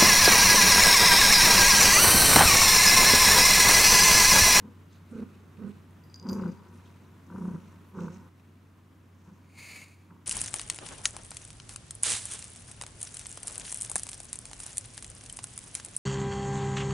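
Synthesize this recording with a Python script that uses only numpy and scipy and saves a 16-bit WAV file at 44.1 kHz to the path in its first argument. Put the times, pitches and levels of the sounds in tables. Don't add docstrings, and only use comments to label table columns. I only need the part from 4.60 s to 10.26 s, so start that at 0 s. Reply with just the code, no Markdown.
import sys
import numpy as np
from scipy import signal
from scipy.fft import rfft, irfft
from scipy.io import wavfile
from scipy.ndimage import uniform_filter1d, map_coordinates

SR = 44100
rng = np.random.default_rng(int(sys.argv[2]) if len(sys.argv) > 2 else 0)


def transcribe(u):
    v = np.clip(np.atleast_2d(u).T, -1, 1)
    q = np.round(v * 32767).astype(np.int16)
    wavfile.write(sys.argv[1], SR, q)


N = 249605
TIME = np.arange(N) / SR


def from_db(db):
    return 10 ** (np.asarray(db) / 20)


def rms_one(x):
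    return x / np.sqrt(np.mean(x ** 2) + 1e-20)


def bump(middle, spread):
    return np.exp(-.5 * ((TIME - middle) / spread) ** 2)


def crest(t, start, length):
    return np.sin(np.pi * np.clip((t - start) / length, 0, 1))


def drift(rate):
    knots = rng.standard_normal(4000)
    return rms_one(map_coordinates(knots, [TIME * rate], order=1, mode="wrap"))


# (frequency [Hz], correlation [0 to 1])
EAR_LIKENESS = [(60, 0.84), (150, 0.99), (380, 0.76), (950, 0.59), (2380, 0.62), (5980, 0.79), (15000, 1)]


def noise(spectrum):
    log_hz = np.log(np.arange(N // 2 + 1) * SR / N + 1)

    def curve(table):
        hz, value = np.transpose(table)
        return np.interp(log_hz, np.log(hz), value)

    alike = np.clip(curve(EAR_LIKENESS), 0, 1)
    mid, side = rfft(rng.standard_normal((2, N)))
    ears = np.sqrt(1 + alike) * mid + np.sqrt(1 - alike) * side * [[1], [-1]]
    return rms_one(irfft(from_db(curve(spectrum)) * ears, N))


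def resonate(x, resonances):
    out = 0
    for k, (hz, width, db) in enumerate(resonances):
        r = np.exp(-np.pi * width / SR)
        section = [(1 - r * r) / 2, 0, (r * r - 1) / 2, 1, -2 * r * np.cos(2 * np.pi * hz / SR), r * r]
        out = out + (-1) ** k * from_db(db) * signal.sosfilt([section, section], x + 1e-18)
    return out


def clicks(times, sizes):
    out = np.zeros(N)
    samples = np.round(np.asarray(times) * SR).astype(int)
    np.add.at(out, np.clip(samples, 0, N - 1), sizes)
    return out


def room(x, t60, wet_db):
    t = TIME[:SR // 2]
    tail = rng.standard_normal((2, len(t))) * from_db(-60 * t / t60) * (t > .004)
    tail /= np.sqrt(np.sum(tail ** 2, axis=1, keepdims=True))
    return x + from_db(wet_db) * signal.fftconvolve(x, tail, axes=1)[:, :N]


def narrowed(x, width):
    mid = x.mean(axis=0)
    return mid + width * (x - mid)


QUIETER_AT_S, QUIETER_DB = 3.69, -3


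def quieter():
    return from_db(QUIETER_DB * (TIME > QUIETER_AT_S))


HUM_HZ, HUM_DB = 93.4, -55


def hum():
    phase = 2 * np.pi * HUM_HZ * TIME + 0.092 * drift(18)
    return np.sqrt(2) * np.sin(phase) * from_db(HUM_DB + 0.99 * drift(17))


AIR_DB = -55.5
# (frequency [Hz], relative density [dB])
AIR_COLOUR = [(20, -62), (45, -27), (110, -9.5), (160, -4.5), (260, -8.5), (330, -12), (480, -21.5),
              (780, -24.5), (1050, -21.5), (1550, -26), (2300, -31), (3700, -36.5), (4500, -40.5),
              (15600, -46)]
# (frequency [Hz], relative density [dB])
RUMBLE_COLOUR = [(20, -36), (40, -12), (60, -15), (75, 5), (110, -15.5), (150, -18), (400, -60)]


def room_air(rumble_db):
    air = noise(AIR_COLOUR) * from_db(.5 * drift(60))
    rumble = from_db(rumble_db) * noise(RUMBLE_COLOUR)
    return from_db(AIR_DB) * (air + rumble)


def background(rumble_db):
    return quieter() * (hum() + room_air(rumble_db))


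# (start [s], end [s], attack time constant [s], release time constant [s], relative level [dB])
SLEEVE_SLIDES = [(4.958, 5.304, 0.069, 0.091, -59), (4.984, 5.227, 0.011, 0.022, -51)]
SLIDE_CREST_DB = 2.5


def sliding():
    speed = 0
    for start, end, attack, release, db in SLEEVE_SLIDES:
        early, late = np.maximum(0, start - TIME), np.maximum(0, TIME - end)
        peak = from_db(db + SLIDE_CREST_DB * crest(TIME, start, end - start))
        speed = speed + peak * np.exp(-early / attack - late / release)
    return speed


# (frequency [Hz], relative density [dB])
SLEEVE_COLOUR = [(900, -14.5), (1700, -15.5), (2050, -5.5), (2300, 3), (2650, -5), (3300, -20),
                 (4500, -7.5), (5550, -21.5), (6800, -10), (8000, -19.5), (9400, -12.5), (10900, -24.5),
                 (11600, -22), (13000, -28)]
# (frequency [Hz], width per filter pass [Hz], relative level [dB])
SWISH_BANDS = [(1740, 41, -12), (2150, 20.4, -17), (2070, 17, -21), (2100, 23, -5), (2165, 79, -3),
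               (2520, 28, -9), (2730, 27, -22), (2610, 19.1, -7)]


def sleeve(hiss_db, bands_db, brightening):
    speed = sliding()
    hiss_gain = from_db(hiss_db + 1.45 * drift(180)) * (speed / speed.max()) ** brightening
    hiss = hiss_gain * noise(SLEEVE_COLOUR)
    bands = from_db(bands_db) * rms_one(resonate(rng.standard_normal(N), SWISH_BANDS))
    return speed * (hiss + bands) * from_db([[.4], [-.4]])


# (middle [s], Gaussian spread [s],
# relative soft rustle level [dB], relative bright brushing level [dB])
HAND_STROKES = [(0.342, 0.022, -63.5, -66), (0.578, 0.061, -60, -69), (0.758, 0.049, -62, -84),
                (1.104, 0.095, -63.5, -87), (1.74, 0.047, -67, -55), (1.848, 0.093, -61.5, -63.5),
                (2.23, 0.19, -65.5, -70), (2.852, 0.11, -65.5, -63), (3.06, 0.089, -64.5, -68),
                (3.433, .042, -58.5, -55), (3.537, 0.054, -62, -59.5), (3.847, .10, -70.5, -82),
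                (4.664, .09, -73, -71)]
RESTING_SOFT_DB, RESTING_BRIGHT_DB = -73.5, -76.5


def stroking():
    soft = from_db(RESTING_SOFT_DB) * quieter()
    bright = from_db(RESTING_BRIGHT_DB) * quieter()
    for middle, spread, soft_db, bright_db in HAND_STROKES:
        speed = bump(middle, spread)
        soft = np.hypot(soft, from_db(soft_db) * speed)
        bright = np.hypot(bright, from_db(bright_db) * speed)
    return soft, bright


# (middle [s], Gaussian spread [s], centre frequency [Hz], relative level [dB])
FINGER_SCRATCHES = [(0.343, 0.042, 3880, -71.5), (0.516, 0.011, 8500, -69.5), (1.088, .014, 8000, -74),
                    (1.312, .003, 8460, -73), (2.161, .023, 9150, -74), (2.259, 0.0027, 3000, -67),
                    (2.276, 0.019, 3470, -73.5), (2.86, 0.11, 9600, -74.5), (3.29, 0.024, 11580, -76),
                    (5.508, 0.0025, 1290, -58)]


def scratching(scratch_db, scratch_width):
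    catches = rng.standard_normal(N) * from_db(1.7 * drift(400))
    out = 0
    for middle, spread, hz, db in FINGER_SCRATCHES:
        scratch = rms_one(resonate(catches, [(hz, scratch_width * hz, 0)]))
        out = out + from_db(db + scratch_db) * bump(middle, spread) * scratch
    return out


# (frequency [Hz], relative density [dB])
FUR_COLOUR = [(900, -44), (1800, 2.5), (2600, 6.5), (3300, -3.5), (4000, 1), (5000, -7.5), (7000, -11),
              (8000, -10), (9600, -10), (12000, -18), (16000, -19)]
# (frequency [Hz], relative density [dB])
BRUSH_COLOUR = [(3000, -33), (4700, -7.5), (5600, 3.5), (6400, 4), (7400, -2.5), (8600, -6.5), (9600, -39),
                (16000, -55)]


def rustle(fur_db, brush_db, scratch_db, scratch_width):
    soft, bright = stroking()
    fur = from_db(fur_db + 3.4 * drift(300)) * soft * noise(FUR_COLOUR)
    brush = from_db(brush_db + 3.1 * drift(250)) * bright * noise(BRUSH_COLOUR)
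    return fur + brush + scratching(scratch_db, scratch_width)


# (relative clack level [dB], low ring [dB], high ring [dB])
FIRST_TOUCH = [-64, -60, -76]
SETTLE_START_S, SETTLE_GAP_S, SETTLE_DB_PER_S = 1.78, 0.057, 65


def settling(count=8):
    after = SETTLE_GAP_S * (np.arange(count) + rng.uniform(-0.85, 0.54, count))
    levels = np.array(FIRST_TOUCH) - SETTLE_DB_PER_S * after[:, None]
    return np.column_stack([SETTLE_START_S + after, levels])


# (time [s], relative clack level [dB], relative low ring level [dB], relative high ring level [dB])
BELL_STRIKES = [(1.438, -55, -66, -71), (1.499, -61, -64.5, -98), (1.5428, -34.5, -48.5, -76),
                (1.560, -36, -68, -82), (1.5977, -37.5, -54.5, -89), (1.627, -45, -58, -87),
                (1.669, -51, -58, -84), (1.6888, -33, -44.5, -60), (1.6925, -36, -65, -79),
                (1.6955, -37, -43.5, -89), (1.6985, -38, -48, -79), (1.712, -39, -69, -57),
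                (1.7305, -29.5, -60, -55.5), (1.923, -50, -85, -84)]
# (frequency [Hz], width per filter pass [Hz], relative level [dB])
BELL_CLACK = [(4797, 330, 10), (6060, 610, 2.5), (6870, 830, 0), (9000, 3400, -30)]
# (frequency [Hz], relative level [dB], decay by 60 dB [s])
BELL_MODES = [(4740, -5, .04), (4812, -6, .15), (4867, -2, .2), (5114, -15, .1), (6180, -18, .08),
              (11170, -7, .16), (11980, -1, .16)]


def bell(clack_db, ring_db):
    at, clack, low, high = np.vstack([BELL_STRIKES, settling()]).T
    out = from_db(clack_db) * resonate(clicks(at, from_db(clack)), BELL_CLACK)
    for hz, db, t60 in BELL_MODES:
        r, w = from_db(-60 / (t60 * SR)), 2 * np.pi * hz / SR
        level = high if hz > SR / 5 else low
        uneven_db = rng.normal(0, 1, len(at))
        strikes = clicks(at, from_db(level + db + ring_db + uneven_db))
        out = out + signal.lfilter([0, np.sin(w)], [1, -2 * r * np.cos(w), r * r], strikes + 1e-18)
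    return out * from_db([[.7], [-.7]])


CREST_DB, TAIL_DB_PER_S = 1.4, 19
ATTACK_S, ATTACK_PER_HOLD = 0.018, 0.1


def effort(t, start, hold, release, tail_db):
    early, late = np.maximum(0, start - t), np.maximum(0, t - start - hold)
    fall_db = np.maximum(-release * late, tail_db - TAIL_DB_PER_S * late)
    attack = np.exp(-.5 * (early / (ATTACK_S + ATTACK_PER_HOLD * hold)) ** 2)
    return from_db(CREST_DB * crest(t, start, hold) + fall_db) * attack


# (full voice at [s], hold [s], release [dB per s], time between openings [s],
# starting pitch before spread and arch [Hz], relative tone, growl and rasp levels [dB, dB, dB])
PURR_BURSTS = [(0.053, .012, 158, 0.029, 211.1, -41.5, -57.5, -64),
               (.560, .068, 420, .034, 232.1, -28.5, -47.5, -60.5),
               (1.020, .078, 402, .026, 217.9, -35.5, -52, -63.5),
               (1.694, .185, 210, 0.033, 205.9, -26, -44.5, -52),
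               (2.752, .190, 152, 0.033, 196.2, -30.5, -53, -56.5),
               (3.383, .062, 128, .0312, 191, -28.5, -45.5, -52.5),
               (4.688, .010, 204, .036, 187.9, -42, -65.5, -63.5),
               (5.517, .030, 250, .038, 194.3, -44, -79, -65)]
TONE_TAIL_DB, GROWL_TAIL_DB, RASP_TAIL_DB = -23, -16.5, -8
SAG_HZ_PER_S = 40
OPENING_SPREAD_DB, OPENING_SPREAD_HZ = 1.9, 10


def openings(lead_count=2, count=40):
    rows = []
    ends = [start - (lead_count + .5) * period for start, _, _, period, *_ in PURR_BURSTS[1:]]
    ends.append(TIME[-1])
    for (start, hold, release, period, hz, tone_db, _, rasp_db), end in zip(PURR_BURSTS, ends):
        at = start + period * (np.arange(count) - lead_count)
        off_pitch, off_level = rng.standard_normal((2, count))
        sag = SAG_HZ_PER_S * np.clip(at - start, 0, hold)
        pitch = hz - sag + OPENING_SPREAD_HZ * off_pitch
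        tone_gain = from_db(tone_db + OPENING_SPREAD_DB * off_level)
        tone = tone_gain * effort(at, start, hold, release, TONE_TAIL_DB)
        rasp = from_db(rasp_db) * effort(at, start, hold, release, RASP_TAIL_DB)
        rows.extend(np.transpose([at, pitch, tone, rasp])[at < end])
    return np.transpose(rows)


RASP_LEAD_S = 0.0077


def airflow():
    growl = rasp = 0
    for start, hold, release, _, _, _, growl_db, rasp_db in PURR_BURSTS:
        growl_effort = effort(TIME, start, hold, release, GROWL_TAIL_DB)
        rasp_effort = effort(TIME + RASP_LEAD_S, start, hold, release, RASP_TAIL_DB)
        growl = np.maximum(growl, from_db(growl_db) * growl_effort)
        rasp = np.maximum(rasp, from_db(rasp_db) * rasp_effort)
    return growl, rasp


def larynx(at, hz, strength, open_s, arch, jitter):
    coarse = TIME[::20]
    bumps = np.exp(-.5 * ((coarse[:, None] - at) / open_s) ** 2)
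    swell = np.interp(TIME, coarse, bumps @ strength)
    opening = np.interp(TIME, coarse, bumps.sum(axis=1))
    pitch = np.interp(TIME, at, hz) * (1 + arch * (opening - .9) + jitter * drift(220))
    return swell, opening, np.cumsum(pitch) / SR


def fold_slaps(cycles, uneven_db, turbulence):
    shut = np.diff(np.floor(cycles), prepend=0) * np.sqrt(SR / 200)
    puff = (.5 + .5 * np.cos(2 * np.pi * cycles)) ** 4
    return (shut + turbulence * puff * rng.standard_normal(N)) * from_db(uneven_db * drift(200))


def evened(x):
    return x / np.sqrt(uniform_filter1d(x ** 2, size=2600) + 1e-12)


# (frequency [Hz], width per filter pass [Hz], relative level [dB])
NOSE_RESONANCES = [(946, 195, 6), (1240, 430, 0.5), (1520, 230, 0.5)]
# (time [s], impulse level before the nose [dB])
LOUD_KNOCKS = [(0.625, -21), (1.664, -23), (1.709, -10), (1.836, -7), (2.701, -15.5), (2.725, -17.5),
               (2.76, -11.5), (2.821, -15.5), (3.388, -9.5)]
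KNOCK_LAG_S, KNOCK_SPREAD_S, KNOCK_SPREAD_DB = .007, .003, 5.5


def fold_knocks(at, force, knock_db):
    off_time, off_level = rng.standard_normal((len(at), 2)).T
    late = at + KNOCK_LAG_S + KNOCK_SPREAD_S * off_time
    closures = clicks(late, force * from_db(knock_db + KNOCK_SPREAD_DB * off_level))
    hard_s, hard_db = np.transpose(LOUD_KNOCKS)
    return resonate(closures + clicks(hard_s, from_db(hard_db)), NOSE_RESONANCES)


PURR_RESUMES_S = 4.55


def pause():
    silent = (TIME > QUIETER_AT_S) * (TIME < PURR_RESUMES_S)
    return uniform_filter1d(1.0 - silent, size=400)


# (frequency [Hz], width per filter pass [Hz], relative level [dB])
THROAT_RESONANCES = [(364, 74, -0.5), (475, 137, -5.5), (534, 69, -4)]
# (frequency [Hz], relative density [dB])
CHEST_COLOUR = [(25, -35), (60, -3.5), (115, -1), (155, 4.5), (260, 6), (600, -14.5), (2000, -27),
                (5000, -51), (16000, -62)]
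# (time [s], left minus right level [dB], trim of the lowest nasal resonance [dB])
HEAD_TURNS = [(0, 1, 12), (.55, -3, -16), (1.1, -7, -3), (1.7, 0.1, 8), (1.9, 1.5, 3.5), (2.85, -0.1, 6),
              (3.4, -2, 3), (4.7, 0.5, 5), (5.66, -2, 14)]


def purr(tone_db, growl_db, rasp_db, knock_db, flutter, chest_db):
    at, hz, strength, force = openings()
    swell, opening, cycles = larynx(at, hz, strength, open_s=.0086, arch=.22, jitter=.05)
    growl_gain, rasp_gain = airflow()
    turn_s, turn_pan, turn_nasal = np.transpose(HEAD_TURNS)
    pan_db = np.interp(TIME, turn_s, turn_pan)
    nasal_db = np.interp(TIME, turn_s, turn_nasal)
    closing = np.interp(TIME - .005, TIME, np.minimum(opening, 1))
    throb = 1 + flutter * (closing - .7)
    tone = from_db(tone_db) * swell * np.cos(2 * np.pi * cycles)
    slaps = fold_slaps(cycles, uneven_db=1.2, turbulence=1.4)
    growl = from_db(growl_db) * growl_gain * evened(resonate(slaps, THROAT_RESONANCES))
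    low_nasal = from_db(nasal_db) * resonate(slaps, NOSE_RESONANCES[:1])
    high_nasal = resonate(slaps, NOSE_RESONANCES[1:])
    rasp = from_db(rasp_db) * rasp_gain * evened(low_nasal - high_nasal)
    knocks = fold_knocks(at, force, knock_db)
    chest = from_db(chest_db) * swell * noise(CHEST_COLOUR)
    upper_voice = (throb * (growl + rasp) + knocks) * from_db([[1.1], [-1.1]])
    return (tone + chest + upper_voice) * from_db(pan_db * [[.5], [-.5]])


def scene():
    surroundings = background(rumble_db=-16.0)
    cloth = narrowed(sleeve(hiss_db=-1.53, bands_db=-10.0, brightening=0.046), width=0.44)
    hand = rustle(fur_db=-8.0, brush_db=-9.5, scratch_db=0, scratch_width=0.39)
    collar = bell(clack_db=13.5, ring_db=2.0)
    cat = pause() * purr(tone_db=-2.25, growl_db=-0.5, rasp_db=0.0, knock_db=31.5, flutter=0.52,
                         chest_db=-13.5)
    near = room(cat + collar, t60=0.55, wet_db=-16)
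    return near + hand + cloth + surroundings


CUTOFF_HZ = 15680


def record(dry):
    return signal.sosfilt(signal.ellip(14, .1, 80, CUTOFF_HZ, fs=SR, output="sos"), dry)


dry = scene()
out = record(dry)
transcribe(out)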